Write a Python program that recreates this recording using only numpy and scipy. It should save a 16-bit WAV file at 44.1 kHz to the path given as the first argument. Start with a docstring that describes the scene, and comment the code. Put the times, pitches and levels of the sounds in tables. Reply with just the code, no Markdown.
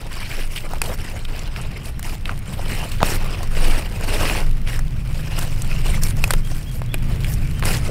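"""Radishes pulled from dry soil

Two radishes are pulled close to the microphone. Rubbing leaves and soil are shaped noise and struck resonances;
stalks and rootlets snap as bursts with a ringing mode, and the first root lets go with a pop of damped modes.
Dry crackles, crumbs and short rasps are decaying noise. Underneath are a low outdoor rumble of filtered noise,
later a distant engine drone of wavering sines and a few faint, arched bird chirps.
"""
import sys
import numpy as np
from scipy import signal
from scipy.fft import rfft, irfft, next_fast_len
from scipy.io import wavfile
from scipy.ndimage import uniform_filter1d

SR = 44100
rng = np.random.default_rng(int(sys.argv[2]) if len(sys.argv) > 2 else 0)


def waveform_to_disk(signal):
    """Save audio, clipped to [-1, 1], as 16-bit WAV at the path in sys.argv[1]."""
    frames = np.transpose(np.atleast_2d(signal))
    scaled = np.clip(frames, -1, 1) * 32767
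    samples = np.round(scaled).astype(np.int16)
    wavfile.write(sys.argv[1], SR, samples)


N = 348522
TIME = np.arange(N) / SR

# outdoor background: start_s, buffeting_rms_db, far_rumble_rms_db (before its slow waver)
BACKGROUND_LEVELS = [(0, -24, -32.5), (1.2, -24.5, -32), (1.8, -24, -30.5), (3.3, -18.5, -28.5),
                     (4.6, -16.5, -27), (5.1, -17, -30.5), (6.1, -15, -26), (6.75, -21, -30),
                     (7.15, -15.5, -25), (7.9, -20.5, -23)]
# spectrum of the air buffeting: frequency_hz, gain_db
BUFFET_COLOUR = [(12, -7), (20, 17), (29, 1.5), (40, -4), (55, -6), (80, -24), (200, -58.5)]
# spectrum of the far rumble: frequency_hz, gain_db
FAR_COLOUR = [(45, 0.5), (95, 1.5), (140, -2.5), (190, -8), (250, -17), (400, -25), (900, -35),
              (2500, -34.5), (6000, -58.5), (15000, -58)]
# partials of the distant engine: mean_pitch_hz, width_hz (three standard deviations), mean_peak_db
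ENGINE_PARTIALS = [(101.6, 6.14, -33.5), (124.3, 5.59, -30.5), (150.8, 5.73, -33), (253.6, 15.7, -51),
                   (306, 19.03, -51.5)]
DRONE_START_S = 4.4
# calls of a small bird: start_s, length_s, top_pitch_hz, level_db (before roughness and trim)
BIRD_CHIRPS = [(6.428, .066, 3260, -44), (6.655, 0.068, 3320, -43.5), (6.886, 0.062, 3440, -42),
               (7.22, 0.05, 3280, -41.5), (7.55, 0.053, 3120, -44)]
# leaves and clods dragging past the fingers: start_s, length_s, rms_db, pitch_hz
FINGER_FLICKS = [(0.373, 0.038, -36.5, 413), (0.552, 0.043, -31, 2720), (0.874, 0.07, -34.5, 597),
                 (1.13, .04, -39.5, 590), (1.611, 0.02, -41.5, 8300), (2.294, .04, -41, 740),
                 (2.58, 0.038, -35, 620), (2.814, 0.034, -37, 876), (3.003, 0.039, -29, 760),
                 (6.088, 0.027, -41, 8100), (7.62, 0.024, -34, 890), (7.649, 0.0092, -32, 8500),
                 (7.876, .025, -30, 440)]
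# louder crackles of dry stems and crumbs: start_s, level_db, ring_hz, treble_db (re level); before trims
STEM_CRACKLES = [(0.315, -19.5, 2200, -22), (0.735, -20, 790, -13), (1.2513, -21.5, 2740, -15),
                 (1.393, -24.5, 5740, -16), (1.562, -18.5, 2390, -19), (1.994, -24, 1610, -5),
                 (2.028, -26.5, 2890, -1.5), (2.256, -16.5, 2620, -19), (2.278, -22, 1880, -20.5),
                 (2.293, -15.5, 1520, -23), (2.391, -37, 9100, -5), (3.431, -33.5, 2940, 3),
                 (3.551, -24, 2620, -13), (4.0098, -24, 870, -8.5), (4.674, -20, 2530, -27),
                 (4.792, -18, 1670, -11), (5.39, -22.5, 1770, 2), (5.62, -18.5, 8100, -27),
                 (6.035, -11, 8660, -26), (6.168, -35.5, 2000, 3), (6.277, -27, 900, -1),
                 (6.518, -24.5, 730, -14), (7.245, -18.5, 2920, -12), (7.338, -21.5, 8200, -18),
                 (7.595, -26.5, 1500, -5.5)]
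# stalks and roots snapping: start_s, ring_db, ring_hz, ring_t60_s, crack_db (re ring), treble_db (re crack);
# the levels are before the trims of ring and crack
STALK_SNAPS = [(0.8170, -9.5, 2500, 0.024, 7, 3.5), (3.0045, -12.5, 905, 0.0087, 3, -22),
               (4.232, -7, 1000, 0.0068, -4, -3), (4.2544, -6, 2280, 0.0075, 1, -11),
               (4.298, -3, 2420, 0.0044, -6, -10), (6.2403, 0.5, 2550, 0.015, -7, 6),
               (6.3068, 2, 1940, 0.0027, -2.5, 1), (6.3099, -8.5, 4430, 0.01, -6, 9),
               (6.336, -7, 1530, 0.0088, 5.5, -2), (6.8184, -6.5, 895, 0.004, -13, -5),
               (6.942, -6.5, 2460, 0.016, 4, -3.5), (7.6248, -13.5, 1100, 0.0075, 7, -12),
               (7.636, -11, 1470, 0.0091, 2.5, -14), (7.6545, -18.5, 2840, 0.013, 10, 3)]
# spectrum of snaps and crumbs: frequency_hz, gain_db
BREAK_COLOUR = [(150, -11), (400, 4), (1500, 0), (2800, 2.5), (4500, 1.5), (6200, -5.5), (9000, -0.5),
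                (15500, -6)]
# jerks of the tap root tearing loose: start_s, peak_db
ROOT_JERKS = [(3.0205, -15), (3.0192, -12), (3.025, -23), (3.0298, 19)]
# modes of the hollow under the root: frequency_hz, relative_db, t60_s
HOLLOW_MODES = [(193, -6.5, 0.0096), (716, 0.5, 0.0049), (1070, 11, 0.0027), (3520, -2, 0.0031),
                (6230, -11, 0.0025)]
# spectrum of the rubbing, before its bands are levelled: frequency_hz, gain_db
RUBBING_COLOUR = [(120, 7), (300, 4), (550, 3.5), (1100, -1), (1750, -4.5), (2450, -1.5), (2950, -2.5),
                  (3400, -10.5), (5300, -9.5), (6400, -19.5), (8500, -14), (12000, -20), (15500, -22)]
# strokes of hand and root through leaves and soil, in turn reaching in, feeling for a grip, drawing out the
# first root, soil pouring off it, reaching for the second, straining until it comes free:
# start_s, length_s, leaf_rustle_db, soil_scrape_db (re rustle), dry_hiss_db (re rustle)
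HAND_STROKES = [ (0, 0.063, -42.5, 3, -10), (0.095, 0.15, -34.5, -6.5, -9), (0.278, 0.15, -33.5, -6.5, -7),
                (0.507, 0.097, -38.5, -5, -0.5), (0.632, 0.12, -41, 5, -4.5),
                (0.826, 0.059, -36, 1.5, -2.5), (0.886, 0.051, -33.5, -2, -4.5),
                (0.972, 0.22, -40.5, -1, -6.5), (1.28, 0.17, -38.5, -1.5, -9.5),
                (1.514, .13, -39, -2.5, -11), (1.683, 0.13, -44, 0.5, -11), (1.838, 0.049, -41.5, 1, -0.5),
                (2.033, .10, -37.5, -2.5, -4), (2.255, 0.083, -42.5, 3, -7), (2.465, 0.22, -39, -0.5, -6),
                (2.683, .14, -32.5, -2, -7), (2.82, 0.26, -39.5, -5.5, -7), (3.034, 0.11, -27.5, -2, -3),
                (3.173, 0.24, -37, 1, -7.5), (3.511, 0.24, -33.5, 0, -7), (3.585, 0.21, -30.5, -0.5, -6.5),
                (3.868, 0.19, -40.5, 1, -5.5), (4.01, 0.11, -33.5, 0.5, -7), (4.087, 0.26, -27, -.5, -7),
                (4.671, 0.084, -32.5, -3.5, -6), (4.908, 0.34, -49, 0.5, -7),
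                (5.098, 0.34, -41, -2.5, -7.5), (5.308, 0.11, -36, -3.5, -8.5),
                (5.372, 0.061, -31, -1.5, -5), (5.452, 0.21, -41, -1.5, -4.5),
                (5.69, 0.12, -36, -6.5, -7.5), (5.848, 0.11, -33, -2, -4), (6.016, .075, -35.5, -2.5, 1),
                (6.156, 0.19, -40, .5, -1.5), (6.45, .19, -43.5, -2, -0.5), (6.712, 0.071, -46, -5, 3),
                (7.02, .04, -45, -5, -6), (7.084, 0.066, -40.5, 0, -5), (7.19, 0.11, -41.5, -5, -5),
                (7.266, 0.067, -39.5, -1, 4.5), (7.353, 0.22, -45.5, -10, -2),
                (7.641, 0.11, -28.5, -3, -2.5), (7.80, 0.15, -35.5, -4, -6)]
# leaves and soil settling between strokes: leaf_db, soil_db, hiss_db
SETTLING_DB = (-49.5, -51.5, -58)

PRESS_DB = 2  # the pressure swells by this much towards the middle of a stroke
UNEVEN_DB, UNEVEN_RATE = 0.63, 24  # the hand's pressure wavers (dB, steps per s)
ATTACK_SHARE, RELEASE_SHARE = 0.27, 0.34  # attack and release times as shares of a stroke's length
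CRUMB_DB, CRUMB_RATE = -25.5, 55  # single crumbs: rms level at a hiss gain of 1, number per s
TICK_DB, TICK_RATE = -66, 9.3  # tiny crumbs that fall all the while: rms level, number per s
DENSE_DB = -21.5  # around this rustle level the separate grains merge into an even crunch
TOP_HZ = 15600  # upper band limit of the recorder


def undb(db):
    """Amplitude ratio: 20 dB is a factor of ten."""
    return 10 ** (np.asarray(db) / 20)


def unit(x):
    """Normalization: scale to an rms of 1."""
    return x / np.sqrt(np.mean(x ** 2))


def curves(table):
    """Linear interpolation: the columns of a control table, sample by sample."""
    s, *columns = np.transpose(table)
    return [np.interp(TIME, s, c) for c in columns]


def colour(x, points):
    """Minimum-phase filtering: gain follows the points, falls 12 dB per octave below them, holds above."""
    size = next_fast_len(N + 8192) * 2
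    hz, db = np.transpose(points)
    log_f = np.log2(np.maximum(np.arange(size // 2 + 1) * SR / size, 1))
    below_octaves = np.maximum(np.log2(hz[0]) - log_f, 0)
    gain_db = np.interp(log_f, np.log2(hz), db) - 12 * below_octaves
    # folding the cepstrum onto positive times makes the filter causal
    cepstrum = irfft(np.log(undb(gain_db)))
    cepstrum[1:size // 2] *= 2
    cepstrum[size // 2 + 1:] = 0
    response = np.exp(rfft(cepstrum))
    return irfft(rfft(x, size) * response)[:N]


def band(x, lo_hz, hi_hz, order=2):
    """Band limitation: a Butterworth band-pass."""
    edges = [lo_hz, min(hi_hz, SR / 2 - 1)]
    return signal.sosfilt(signal.butter(order, edges, "band", fs=SR, output="sos"), x)


def walk(rate):
    """Slow random modulation: levels held 1 / rate s and smoothed twice, scaled to rms 1."""
    k = max(int(SR / rate), 1)
    held = rng.standard_normal(N)[np.arange(N) // k]
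    return unit(uniform_filter1d(uniform_filter1d(held, k), k))


def fade(t60):
    """Exponential damping: a 60 dB fall in t60 s, cut after a tenth of a second."""
    return np.exp(-np.log(1000) * TIME[:SR // 10] / t60)


def ring(hz, t60):
    """Free vibration: one struck mode is a damped sine."""
    return np.sin(2 * np.pi * hz * TIME[:SR // 10]) * fade(t60)


def add(track, s, sound):
    """Superposition: mix a sound into a track at time s."""
    start = max(int(s * SR), 0)
    track[start:start + len(sound)] += sound[:max(N - start, 0)]


def fractures(rate, spread_db):
    """Brittle fracture: cracks at random moments, each a noise tick that dies in a few milliseconds."""
    happens = rng.random(N) < rate / SR
    kicks = happens * undb(spread_db * rng.random(N))
    envelope = np.maximum(signal.fftconvolve(kicks, fade(.011))[:N], 0)
    return unit(envelope * rng.standard_normal(N))


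def outdoors():
    """Broadband turbulence and tonal radiation: air buffets over a far rumble; an engine drone joins later."""
    buffet_db, far_db = curves(BACKGROUND_LEVELS)
    buffet = unit(colour(rng.standard_normal(N), BUFFET_COLOUR)) * undb(buffet_db)
    far = unit(colour(rng.standard_normal(N), FAR_COLOUR)) * undb(far_db + 1.15 * walk(3.33))
    drone = 0
    for hz, width, db in ENGINE_PARTIALS:
        pitch = hz + width / 3 * walk(19)
        phase = 2 * np.pi * np.cumsum(pitch) / SR
        drone = drone + undb(db + 2 * walk(8)) * np.sin(phase)
    onset = np.clip((TIME - DRONE_START_S) * 10, 0, 1)  # a tenth of a second
    return buffet + far + onset * drone


def bird():
    """Frequency modulation: thin, slightly rough arched whistles, with a faint tail from the field around."""
    whistles = np.zeros(N)
    for s, length, hz, db in BIRD_CHIRPS:
        u = np.linspace(-1, 1, int(length * SR))
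        pitch = hz * (1 - .08 * u ** 2)
        phase = 2 * np.pi * np.cumsum(pitch) / SR
        add(whistles, s, undb(db) * np.sin(phase) * (1 - u ** 4))
    whistles = whistles * undb(4 * walk(200))  # roughness
    tail = rng.standard_normal(SR) * np.exp(-np.log(1000) * TIME[:SR] / .6)
    diffuse = signal.fftconvolve(whistles, tail / np.linalg.norm(tail))[:N]
    return undb(-1) * whistles + undb(-8) * diffuse


def flicks():
    """Resonant friction: a leaf or clod drags over a finger and slips off, a short rasp at its own pitch."""
    out = np.zeros(N)
    rasp = fractures(rate=900, spread_db=10)
    for s, length, db, hz in FINGER_FLICKS:
        swell = np.sin(np.linspace(0, np.pi, int(length * SR)))
        resonant = unit(band(rasp, hz / 1.3, hz * 1.3))
        blade = resonant[int(s * SR):][:len(swell)]
        add(out, s, undb(db) * unit(blade * swell))
    return out


def crackles():
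    """Brittle failure: dry stems and crumbs give way in a short woody burst with a bright tick on top."""
    out = np.zeros(N)
    for s, db, hz, treble_db in STEM_CRACKLES:
        burst = rng.standard_normal(SR // 10) * (fade(.011) + undb(-20) * fade(.04))
        body = band(burst, hz / 1.85, hz * 1.4)
        woody = body / np.abs(body).max() + undb(-9) * ring(hz, .018)
        tick = band(burst, 3500, 12000, order=1)
        add(out, s, undb(db) * (undb(1) * woody + undb(treble_db + 7.5) * tick))
    return out


def snaps():
    """Sudden release of strain: a juicy stalk breaks in a burst of tearing fibres, and the stub rings."""
    rings, cracks = np.zeros(N), np.zeros(N)
    for s, db, hz, t60, crack_db, treble_db in STALK_SNAPS:
        add(rings, s, undb(db) * ring(hz, t60))
        fibres = rng.standard_normal(SR // 10)
        # each band has a fast decay and a weak slower one
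        body = band(fibres * (fade(0.022) + undb(-43) * fade(0.055)), 130, 2750)
        edge = band(fibres * (fade(0.0099) + undb(-23) * fade(0.071)), 5000, 13200)
        add(cracks, s, undb(db + crack_db) * (body + undb(treble_db) * edge))
    return undb(-5.5) * rings + undb(-4.5) * colour(cracks, BREAK_COLOUR)


def root_pop():
    """Impulsive excitation of a cavity: the tap root parts, and each jerk thumps the hollow beneath it."""
    out = np.zeros(N)
    thump = sum(undb(db) * ring(hz, t60) for hz, db, t60 in HOLLOW_MODES)
    thump = thump / np.abs(thump).max()
    for s, db in ROOT_JERKS:
        add(out, s, -undb(db) * thump)
    return out


def flakes(rate, spread_db, cycles, shift_db, count=44):
    """Modal resonance: leaf and soil flakes ring a few cycles at their own pitch; small ones outnumber large."""
    out = np.zeros(N)
    for hz in np.geomspace(250, 16000, count):
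        smallness = np.sqrt(hz / 2000)  # rate and cycles hold at 2000 Hz and scale with this
        draws = rng.random((int(rate * smallness * N / SR), 3))
        size = undb(spread_db * draws[:, 1] ** 2) * np.sign(draws[:, 2] - .5)
        kicks = np.bincount((draws[:, 0] * N).astype(int), size, N)
        peak = signal.iirpeak(hz, cycles * smallness, fs=SR)
        ringing = unit(signal.lfilter(*peak, kicks))
        # as the contact moves on, other flakes take over
        out += np.sqrt(hz) * ringing * undb(shift_db * walk(45))
    return unit(out)


def friction(x, slip_db, slip_rate):
    """Stick-slip: contact comes in quick catches and slips, at an even mean level."""
    x = x * undb(slip_db * walk(slip_rate))
    return x / np.sqrt(uniform_filter1d(x ** 2, SR // 16))


def crumbs(rate):
    """Granular impact: single dry crumbs tick apart."""
    ticks = colour(fractures(rate, spread_db=15), BREAK_COLOUR)
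    return unit(band(ticks, 1200, 14000, order=1))


def stroke_level(start, length):
    """Envelope of a stroke: attack, a swelling hold, release; long strokes start and end more gently."""
    since = TIME - start
    along = np.clip(since / length, 0, 1)
    attack = np.clip(.5 + since / (ATTACK_SHARE * length), 0, 1)
    release = np.exp(-(np.maximum(since - length, 0) / (RELEASE_SHARE * length)) ** 2)
    return attack * release * undb(-PRESS_DB * (2 * along - 1) ** 2)


def effort():
    """Power addition: strokes over the quiet settling give the gains of leaf rustle, soil scrape and hiss."""
    power = undb(SETTLING_DB)[:, None] ** 2
    for start, length, db, soil_db, hiss_db in HAND_STROKES:
        peak_power = undb([db, db + soil_db, db + hiss_db]) ** 2
        power = power + np.outer(peak_power, stroke_level(start, length) ** 2)
    return np.sqrt(power) * undb(UNEVEN_DB * walk(UNEVEN_RATE))


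def rubbing():
    """Frictional noise: leaves brush and crumbs grind; hard strokes merge into a crunch, light ones crackle."""
    leaf_gain, soil_gain, hiss_gain = effort()
    ringing = flakes(rate=340, spread_db=18, cycles=12, shift_db=3.7)
    contact = ringing + undb(-8) * fractures(rate=450, spread_db=15)
    grains = friction(contact, slip_db=2.5, slip_rate=55)
    dense = fractures(rate=2500, spread_db=14)
    merged = leaf_gain ** 2 / (leaf_gain ** 2 + undb(DENSE_DB) ** 2)
    crunch = np.sqrt(1 - merged) * grains + np.sqrt(merged) * dense
    body = colour(crunch, RUBBING_COLOUR)
    soil = unit(band(body, 170, 1500, order=3))
    leaf = unit(band(body, 1500, 6000, order=3))
    hiss = unit(band(body, 6000, 17000, order=3))
    # in dB, single crumbs grow only half as fast with effort as the hiss
    grit = undb(CRUMB_DB) * np.sqrt(hiss_gain) * crumbs(CRUMB_RATE)
    falling = undb(TICK_DB) * crumbs(TICK_RATE)
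    return leaf_gain * leaf + soil_gain * soil + hiss_gain * hiss + grit + falling


def scene():
    """Linear superposition: everything reaches one close microphone in the open air."""
    background = outdoors() + bird()
    breaking = crackles() + snaps() + root_pop()
    return (background + flicks() + breaking + rubbing())[None]


def record(dry):
    """Saturation and band limitation: the recorder clips the highest peaks and cuts the top."""
    clipped = np.clip(dry, -1, 1)
    return signal.sosfilt(signal.ellip(10, .2, 80, TOP_HZ, fs=SR, output="sos"), clipped)


dry = scene()
out = record(dry)
waveform_to_disk(out)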